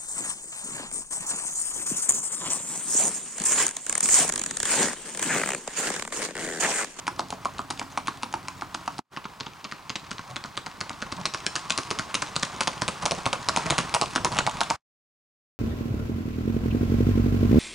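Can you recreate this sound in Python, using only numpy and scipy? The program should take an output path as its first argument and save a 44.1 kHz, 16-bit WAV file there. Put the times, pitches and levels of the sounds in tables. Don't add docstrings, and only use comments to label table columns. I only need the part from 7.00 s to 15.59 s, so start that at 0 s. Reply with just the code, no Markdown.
import sys
import numpy as np
from scipy import signal
from scipy.fft import rfft, irfft, next_fast_len
from scipy.io import wavfile

SR = 44100
rng = np.random.default_rng(int(sys.argv[2]) if len(sys.argv) > 2 else 0)


def bounce(signal):
    frames = np.transpose(np.atleast_2d(signal))
    limited = np.clip(frames, -1, 1)
    pcm = np.round(limited * 32767).astype(np.int16)
    wavfile.write(sys.argv[1], SR, pcm)


N = 378819

# start_s, touch_to_slap_ms, hoof_pitch_hz, hoof_knock_db, iron_bite_db, touch_over_slap_db, thud_db
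HOOF_FALLS = [(0.0681, 10.6, 1010, 1, -7.5, -2.5, -38), (0.1903, 3.45, 903, 0.5, -8, -12, -36.5),
              (0.3042, 21, 830, -5.5, -11.5, 10, -39.5), (0.449, 6.3, 950, 2.5, -11.5, 0.5, -40),
              (0.5829, 9, 1030, -2, -14.5, 3.5, -39), (0.7033, 3.8, 900, -4.5, -6, -2, -39.5),
              (0.7951, 19.5, 950, -5.5, -7, 15, -40.5), (0.968, 6.8, 980, 2, -6.5, -23.5, -40.5),
              (1.072, 9.3, 1084, 2, -6.5, 2, -35.5), (1.2252, 7, 1000, -1.5, -7, -11.5, -37.5),
              (1.3265, 13.1, 920, 3, -10, -4.5, -39.5), (1.4758, 7.8, 1033, -6, -9, -13, -52),
              (1.611, 10, 940, -2, -14.5, 6, -42.5), (1.7445, 3.05, 950, -2.5, -7, -3.5, -42),
              (1.8606, 16.8, 910, 2, -10.5, -13, -42), (1.982, 8.2, 887, -3.5, -12, 2.5, -35.5),
              (2.1642, 7.2, 1100, 6, 2.5, 1, -37), (2.2427, 11, 1040, 5, -3, -1, -38),
              (2.4013, 6.2, 1060, -0.5, 5, -4.5, -38), (2.4627, 3.7, 940, 0.5, -1.5, -6.5, -38.5),
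              (2.6434, 5.4, 1110, -0.5, 1.5, 0, -38.5), (2.7137, 8.2, 1250, 4, -1, 0, -40),
              (2.8954, 5.3, 1080, 2.0, 5.5, -1, -36), (2.956, 3.95, 960, -3, 6, 3.5, -38),
              (3.109, 4.7, 1160, 1, 0.5, -3.5, -35.5), (3.1825, 9.9, 1150, 1, -4, 7.5, -39.5),
              (3.3596, 5.1, 1060, 1, 2.5, -2.5, -40), (3.4395, 8.6, 980, -1.5, -3.5, 16.5, -40),
              (3.5694, 5.5, 1180, 2.5, 2.5, -9.5, -38), (3.662, 4.05, 1070, -1, -4.5, 0.5, -41.5),
              (3.8058, 5.4, 1240, -0.5, 2, -5, -35), (3.8948, 9.3, 960, -1.5, -4, 17, -38.5),
              (4.0188, 4.4, 1450, 1, -3.5, -3, -35), (4.1186, 4.3, 1120, -2, -3, -2, -33.5),
              (4.255, 3.6, 1200, -4.5, 7.5, 12, -39.5), (4.3377, 8, 1210, 2, -0.5, 0, -37.5),
              (4.46, 4.7, 1660, 1.0, 6.5, -24.5, -34.5), (4.555, 6.9, 1260, 1, 4, 1, -37),
              (4.698, 6.5, 1150, 1.5, 8, -11.5, -35.5), (4.777, 8.1, 1190, 0.5, 4.5, 6.5, -31),
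              (4.9051, 5.8, 1156, 1.5, 2.5, -3, -29.5), (4.9879, 6.3, 1350, 2, 1, 2, -31),
              (5.143, 7.2, 1220, -1.5, 7.0, -2.5, -34.5), (5.2207, 3.8, 1100, 2.5, 0.5, 3.5, -37.5),
              (5.3569, 6.5, 1256, 0, 4.5, -10, -31.5), (5.4271, 4.04, 1210, 0, 4.5, -8.5, -31.5),
              (5.6067, 4.44, 1100, 3, 3.5, 5, -34.5), (5.6733, 4.25, 1030, 1.5, 3, 0.5, -32),
              (5.8145, 4.9, 1070, 0, -2, -11.5, -28), (5.88, 4.5, 1130, -3, -0.5, 1.5, -33.5),
              (6.0548, 5.7, 954, 0, 1, -0.5, -36.5), (6.1104, 8.2, 646, 1.5, -1.5, 3, -31),
              (6.2566, 6.4, 1060, 0, -3, -1, -27), (6.3294, 4.0, 1070, -5, -2.5, 11.5, -40.5),
              (6.4867, 6, 1120, -2, 1, 9.5, -37.5), (6.5624, 9.3, 960, 1.5, -1, 5, -29),
              (6.701, 4.7, 1046, -3, 1, -6.5, -26.5), (6.781, 5.2, 1183, -2.5, -0.5, 1, -29.5),
              (6.9406, 6, 1010, 0.5, 0.5, -3.5, -36), (7.0134, 7.2, 930, -3.5, -3, 7.5, -28),
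              (7.153, 6.8, 1126, -1, -4.5, -6.5, -29), (7.247, 5.2, 1020, -1, -2.5, 14.5, -30.5),
              (7.3798, 7.7, 974, -0.5, 0.0, -11, -32), (7.4656, 7.6, 880, 1.5, -6, 11, -38),
              (7.6067, 6.3, 1037, 1.5, -2.5, 3.5, -35.5), (7.702, 5.15, 950, 1, -3.5, 6, -33)]
# multiple_of_hoof_pitch, level_db, t60_s
HORN_MODES = [(.8, -5.5, 0.013), (1.0, -2, 0.021), (1.14, -1.5, 0.014), (1.36, 2, 0.0056)]
# pitch_hz, width_hz, level_db
IRON_MODES = [(2184, 630, 3), (4250, 1600, 1), (6330, 1170, 2), (9150, 11000, -9)]
# time_s, distance_m
HORSE_PATH = [(0, 15.9), (2.0, 23.7), (2.1, 74), (3.7, 36), (4.4, 28.8), (5.3, 25.3), (6.1, 13.9),
              (7.2, 9.6), (7.75, 12.7)]
# middle_s, length_s, scuff_db, bump_db
SCUFFS = [(3.304, 0.085, -38, -38.5), (4.191, 0.065, -35, -30.5), (6.031, 0.035, -30, -34),
          (6.186, 0.021, -35.5, -55), (6.668, 0.029, -28, -30.5), (7.328, 0.041, -29.5, -30.5),
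          (7.367, 0.033, -28.5, -34.5)]
# start_s, level_db
LOOSE_STONES = [(0.775, -46), (4.721, -30), (5.633, -34), (7.633, -32.5)]
# from_s, until_s, lag_ms, echo_db, top_hz, smear_t60_s
BIG_SURFACES = [(0, 2, 22, -14, 1330, 0.13), (6.65, 7.42, 16, -5, 2313, 0.028)]
# pitch_hz, level_db, t60_s
WOOD_ECHO = [(219.3, 0, 0.3), (475, 4.5, 0.31), (1000, 4, 0.084), (4700, 0, 0.44), (9000, 1.5, 0.34)]
# pitch_hz, level_db (per Hz)
AIR_COLOUR = [(12, -49.5), (28, -8.5), (145, -0.5), (300, -8), (490, -12.5), (780, -1.5), (1030, 4),
              (1800, -6), (5000, -14), (10000, -23.5)]
# time_s, rumble_db, rustle_db
AIR_LEVELS = [(0, -53, -50.5), (1.9, -55, -49.5), (3.7, -53.5, -47.5), (4.301, -50, -44),
              (6.399, -47, -41.5), (6.701, -42, -34.5), (7.05, -47.5, -43.5), (7.4, -43.5, -41),
              (7.751, -49.5, -40.5)]
# rumble_db, rustle_db
AIR_FLUTTER = (3.5, 1.6)
# time_s, level_db
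HUM_LEVEL = [(4.5, -60), (4.75, -37.5), (4.9, -52)]
# low_hz, high_hz
HUM_BAND = [1055, 1165]
ENGINE_TONES = [2, 3, 4, 6]
# pitch_hz, left_minus_right_db, left_lead_radians
MICROPHONE_PAIR = [(60, 0.3, -.2), (320, -0.8, -0.57), (1150, -1.5, -0.66), (2400, 0.5, -0.44),
                   (6000, 1.4, -0.06)]
# time_s, gain_db
LEVEL_CURVE = [(1.995, 2), (2.0, -11), (2.035, -37), (2.1, -33), (2.125, -0.5), (7.758, 1), (7.768, -24.5),
               (7.87, -100)]

TIME = np.arange(N) / SR
AGE = np.arange(4096) / SR
FFT_SIZE = next_fast_len(N, True)
BIN_HZ = np.fft.rfftfreq(FFT_SIZE, 1 / SR)
BREAK_S = 2.02
NEAR_M = 10
RING_DB, IRON_DB, HOLLOW_DB = -22, -20, -31
CLEAR_HZ = 27500
HOLLOW_REACH_M = 17.5
HOLLOW_LOSS = 2.3
AWAY_HOLLOW_DB = -16
HOLLOW_DETUNE, HOLLOW_T60_S = .09, .014
MODE_DETUNE, MODE_SPREAD_DB = .03, 2
GRAINS_PER_S, GRAIN_SPREAD_DB, GRAIN_T60_S = 190, 5.5, .005
ENGINE_DB, FIRING_HZ = -58, 45.6


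def from_db(db):
    return 10 ** (np.asarray(db) / 20)


def to_db(gain):
    return 20 * np.log10(gain)


def rms_one(x):
    return x / np.sqrt(np.mean(x ** 2) + 1e-30)


def at_level(x, db):
    energy = np.sum(x ** 2) + 1e-30
    return x * from_db(db) * np.sqrt(.01 * SR / energy)


def in_time(rows):
    s, *columns = np.transpose(rows)
    return [np.interp(TIME, s, c) for c in columns]


def at_hz(rows, hz):
    f, *columns = np.transpose(rows)
    return [np.interp(np.log(hz + 1e-9), np.log(f), c) for c in columns]


def cut(x, hz, kind, order=2):
    safe_hz = np.clip(hz, 10, .45 * SR)
    return signal.sosfilt(signal.butter(order, safe_hz, kind, fs=SR, output="sos"), x)


def dying(t60):
    return np.exp(-np.log(1000) * AGE / t60)


def ring(hz, t60):
    return np.sin(2 * np.pi * hz * AGE) * dying(t60)


def burst(t60):
    return rng.standard_normal(len(AGE)) * dying(t60)


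def flicker(hz):
    return rms_one(cut(rng.standard_normal(N), hz, "low"))


def add(track, s, sound):
    i = max(round(s * SR), 0)
    track[i:i + len(sound)] += sound[:N - i]


def hooves(grit_db=-11.0, edge_ring_db=-3.5, edge_follows=0.35, edge_t60=0.0088, hollow_hz=605,
           away_thud_hz=195, toward_thud_hz=120, skid_db=-8.0, spray_db=-15, spray_s=0.091, spray_t60=.3):
    out = np.zeros(N)
    for s, roll_ms, hz, knock_db, bite_db, edge_db, thud_db in HOOF_FALLS:
        metres = np.interp(s, *np.transpose(HORSE_PATH))
        spread_db = to_db(NEAR_M / metres)
        away = s < BREAK_S
        flat = s + roll_ms / 1000
        horn = capsule(hz)

        edge = from_db(edge_db)
        shares = np.array([edge, 1]) / np.hypot(edge, 1)
        touch_db, slap_db = IRON_DB + bite_db + spread_db + to_db(shares)
        hardest_db = max(touch_db, slap_db)

        bright_sounds = [click(), click(), grit(), grit(spray_t60)]
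        touch, slap, crunch, spray = cut(bright_sounds, CLEAR_HZ * NEAR_M / metres, "low")

        edge_ring = ring(hz * 0.95, edge_t60)
        edge_ring_level = touch_db + edge_ring_db + edge_follows * spread_db
        add(out, s, at_level(touch, touch_db) + at_level(edge_ring, edge_ring_level))
        add(out, flat, at_level(slap, slap_db) + at_level(horn, RING_DB + knock_db + spread_db))

        far_loss_db = HOLLOW_LOSS * min(to_db(HOLLOW_REACH_M / metres), 0)
        hollow_db = HOLLOW_DB + far_loss_db + away * AWAY_HOLLOW_DB
        add(out, flat, at_level(hollow(hollow_hz), hollow_db))
        add(out, flat, at_level(thud(away_thud_hz if away else toward_thud_hz), thud_db))
        add(out, flat + 0.0066, at_level(skid(horn), hollow_db + skid_db + knock_db))
        add(out, flat + 0.0016, at_level(crunch, (hardest_db + thud_db) / 2 + grit_db))
        push_off = flat + spray_s * rng.uniform(0.85, 1)
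        add(out, push_off, at_level(spray, hardest_db + spray_db))
    return out


def capsule(hz, low_ratio=0.63):
    rings = 0
    for k, (ratio, db, t60) in enumerate(HORN_MODES):
        strength_chance, pitch_chance = rng.standard_normal(2)
        gain = (-1) ** k * from_db(db + MODE_SPREAD_DB * strength_chance)
        pitch = hz * ratio * (1 + MODE_DETUNE * pitch_chance)
        rings = rings + gain * ring(pitch, t60)
    return cut(rings, hz * low_ratio, "high")


def click(chatter_db=-17, chatter_t60=0.054, crack_t60=0.0054, rock_db=-9, rock_s=0.0039):
    crack = shoe(burst(crack_t60))
    rock = np.roll(shoe(burst(crack_t60)), int(rng.random() * rock_s * SR))
    return crack + from_db(rock_db) * rock + from_db(chatter_db) * grit(chatter_t60)


def shoe(force, low_hz=1300):
    out = 0
    for k, (hz, width, db) in enumerate(IRON_MODES):
        radius = np.exp(-np.pi * width / SR)
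        angle = 2 * np.pi * hz * np.exp(rng.normal(0, 0.09)) / SR
        gain = (-1) ** k * from_db(db) * (1 - radius * radius)
        feedback = [1, -2 * radius * np.cos(angle), radius * radius]
        out = out + gain * signal.lfilter([1, 0, -1], feedback, force)
    return cut(out, low_hz, "high", order=1)


def grit(t60=0.052):
    size_chance = np.minimum(rng.exponential(1, len(AGE)), 4)
    cracks = rng.random(len(AGE)) < GRAINS_PER_S / SR
    sizes = from_db(GRAIN_SPREAD_DB * size_chance) * cracks
    pressure = signal.lfilter([1], [1, -dying(GRAIN_T60_S)[1]], sizes)
    return shoe(burst(t60) * pressure)


def hollow(hz):
    pitch = hz * (1 + HOLLOW_DETUNE * rng.standard_normal())
    return cut(ring(pitch, HOLLOW_T60_S), 590, "high", order=4)


def thud(low_hz, high_hz=350, push_t60=0.06, shake_db=3.0, shake_t60=0.054):
    push = cut(dying(push_t60), [low_hz, high_hz], "band")
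    shake = cut(burst(shake_t60), [low_hz, high_hz], "band")
    return at_level(push, 0) + at_level(shake, shake_db)


def skid(horn, slips_per_s=700, t60=0.064):
    slips = burst(t60) * (rng.random(len(AGE)) < slips_per_s / SR)
    return signal.fftconvolve(slips, horn)[:len(AGE)]


def scuffs(low_hz=600, high_hz=1300, sand_db=-5.0):
    out = np.zeros(N)
    for s, length, scuff_db, bump_db in SCUFFS:
        swell = np.sin(np.pi * np.minimum(AGE / length, 1))
        rub, bump = rng.standard_normal((2, len(AGE))) * swell
        sand = (grit(0.86) + grit(0.93)) * swell
        sound = at_level(cut(rub, [low_hz, high_hz], "band"), scuff_db)
        sound = sound + at_level(sand, scuff_db + sand_db)
        sound = sound + at_level(cut(bump, [110, 195], "band"), bump_db)
        add(out, s - length / 2, sound)
    return out


def stones(t60=0.017):
    out = np.zeros(N)
    for s, db in LOOSE_STONES:
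        add(out, s, at_level(shoe(burst(t60)), db))
    return out


def reflections(x):
    out = np.zeros(N)
    for s, *_ in HOOF_FALLS:
        for start, end, lag_ms, db, top_hz, smear_t60 in BIG_SURFACES:
            if start < s < end:
                blow = x[int(s * SR):][:SR // 40]
                scatter = burst(smear_t60)
                smeared = signal.fftconvolve(blow, scatter / np.linalg.norm(scatter))
                add(out, s + lag_ms / 1000, from_db(db) * cut(smeared, top_hz, "low"))
    return out


def woods(x, near_db=6.0, near_t60=0.029, count=24):
    age = TIME[:SR // 3]
    edges = 70 * 2 ** np.arange(0, 7.6, .5)
    out = np.zeros(N)
    for stretch in np.array_split(np.arange(N), count):
        echo = 0
        for band in zip(edges, edges[1:]):
            db, t60 = at_hz(WOOD_ECHO, np.sqrt(np.prod(band)))
            trunks = from_db(-60 * age / t60)
            verge = from_db(near_db - 60 * age / near_t60)
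            paths = (trunks + verge) * rng.standard_normal(len(age)) * (age > .003)
            echo = echo + from_db(db) * cut(paths / np.linalg.norm(paths), band, "band")
        add(out, stretch[0] / SR, signal.fftconvolve(x[stretch], echo))
    return out


def air(split_hz=480, flutter_hz=40):
    spectrum = rfft(rng.standard_normal(FFT_SIZE)) * from_db(at_hz(AIR_COLOUR, BIN_HZ)[0])
    noise = irfft(spectrum, FFT_SIZE)[:N]
    out = 0
    for db, flutter_db, kind in zip(in_time(AIR_LEVELS), AIR_FLUTTER, ["low", "high"]):
        part = rms_one(cut(noise, split_hz, kind, order=4))
        out = out + from_db(db + flutter_db * flicker(flutter_hz)) * part
    return out


def hum():
    tone = rms_one(cut(rng.standard_normal(N), HUM_BAND, "band", order=1))
    return (TIME > BREAK_S) * from_db(in_time(HUM_LEVEL)[0]) * tone


def engine(waver=0.0035, uneven_db=2):
    turns = np.cumsum(FIRING_HZ * (1 + waver * flicker(2))) / SR
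    out = 0
    for k in ENGINE_TONES:
        gain = from_db(ENGINE_DB + uneven_db * flicker(2))
        out = out + gain * np.sin(2 * np.pi * k * turns)
    return (TIME < BREAK_S) * out


def ports(mid, side):
    balance_db, lead = at_hz(MICROPHONE_PAIR, BIN_HZ)
    sign = np.array([[1], [-1]])
    level = from_db(sign * balance_db / 2)
    phase = np.exp(.5j * sign * lead) / np.cos(lead / 2)
    return irfft(rfft(mid, FFT_SIZE) * level * phase, FFT_SIZE)[:, :N] + sign * side


def scene(woods_db=-11, woods_side_db=-18.0, air_side_db=-13):
    horse = hooves() + scuffs() + stones()
    echoes = reflections(horse) + from_db(woods_db) * woods(horse)
    mid = horse + echoes + air() + hum() + engine()
    side = from_db(woods_side_db) * woods(horse) + from_db(air_side_db) * air()
    return ports(mid, side)


def record(dry, treble_hz=10100, hiss_db=-61, cutoff_hz=16200):
    rounded = .65 * np.tanh(dry / .65)
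    hiss = from_db(hiss_db) * rng.standard_normal((2, N))
    wet = cut(rounded, treble_hz, "low", order=12) + hiss
    faded = wet * from_db(in_time(LEVEL_CURVE)[0])
    return signal.sosfilt(signal.ellip(10, .1, 80, cutoff_hz, fs=SR, output="sos"), faded)


dry = scene()
out = record(dry)
bounce(out)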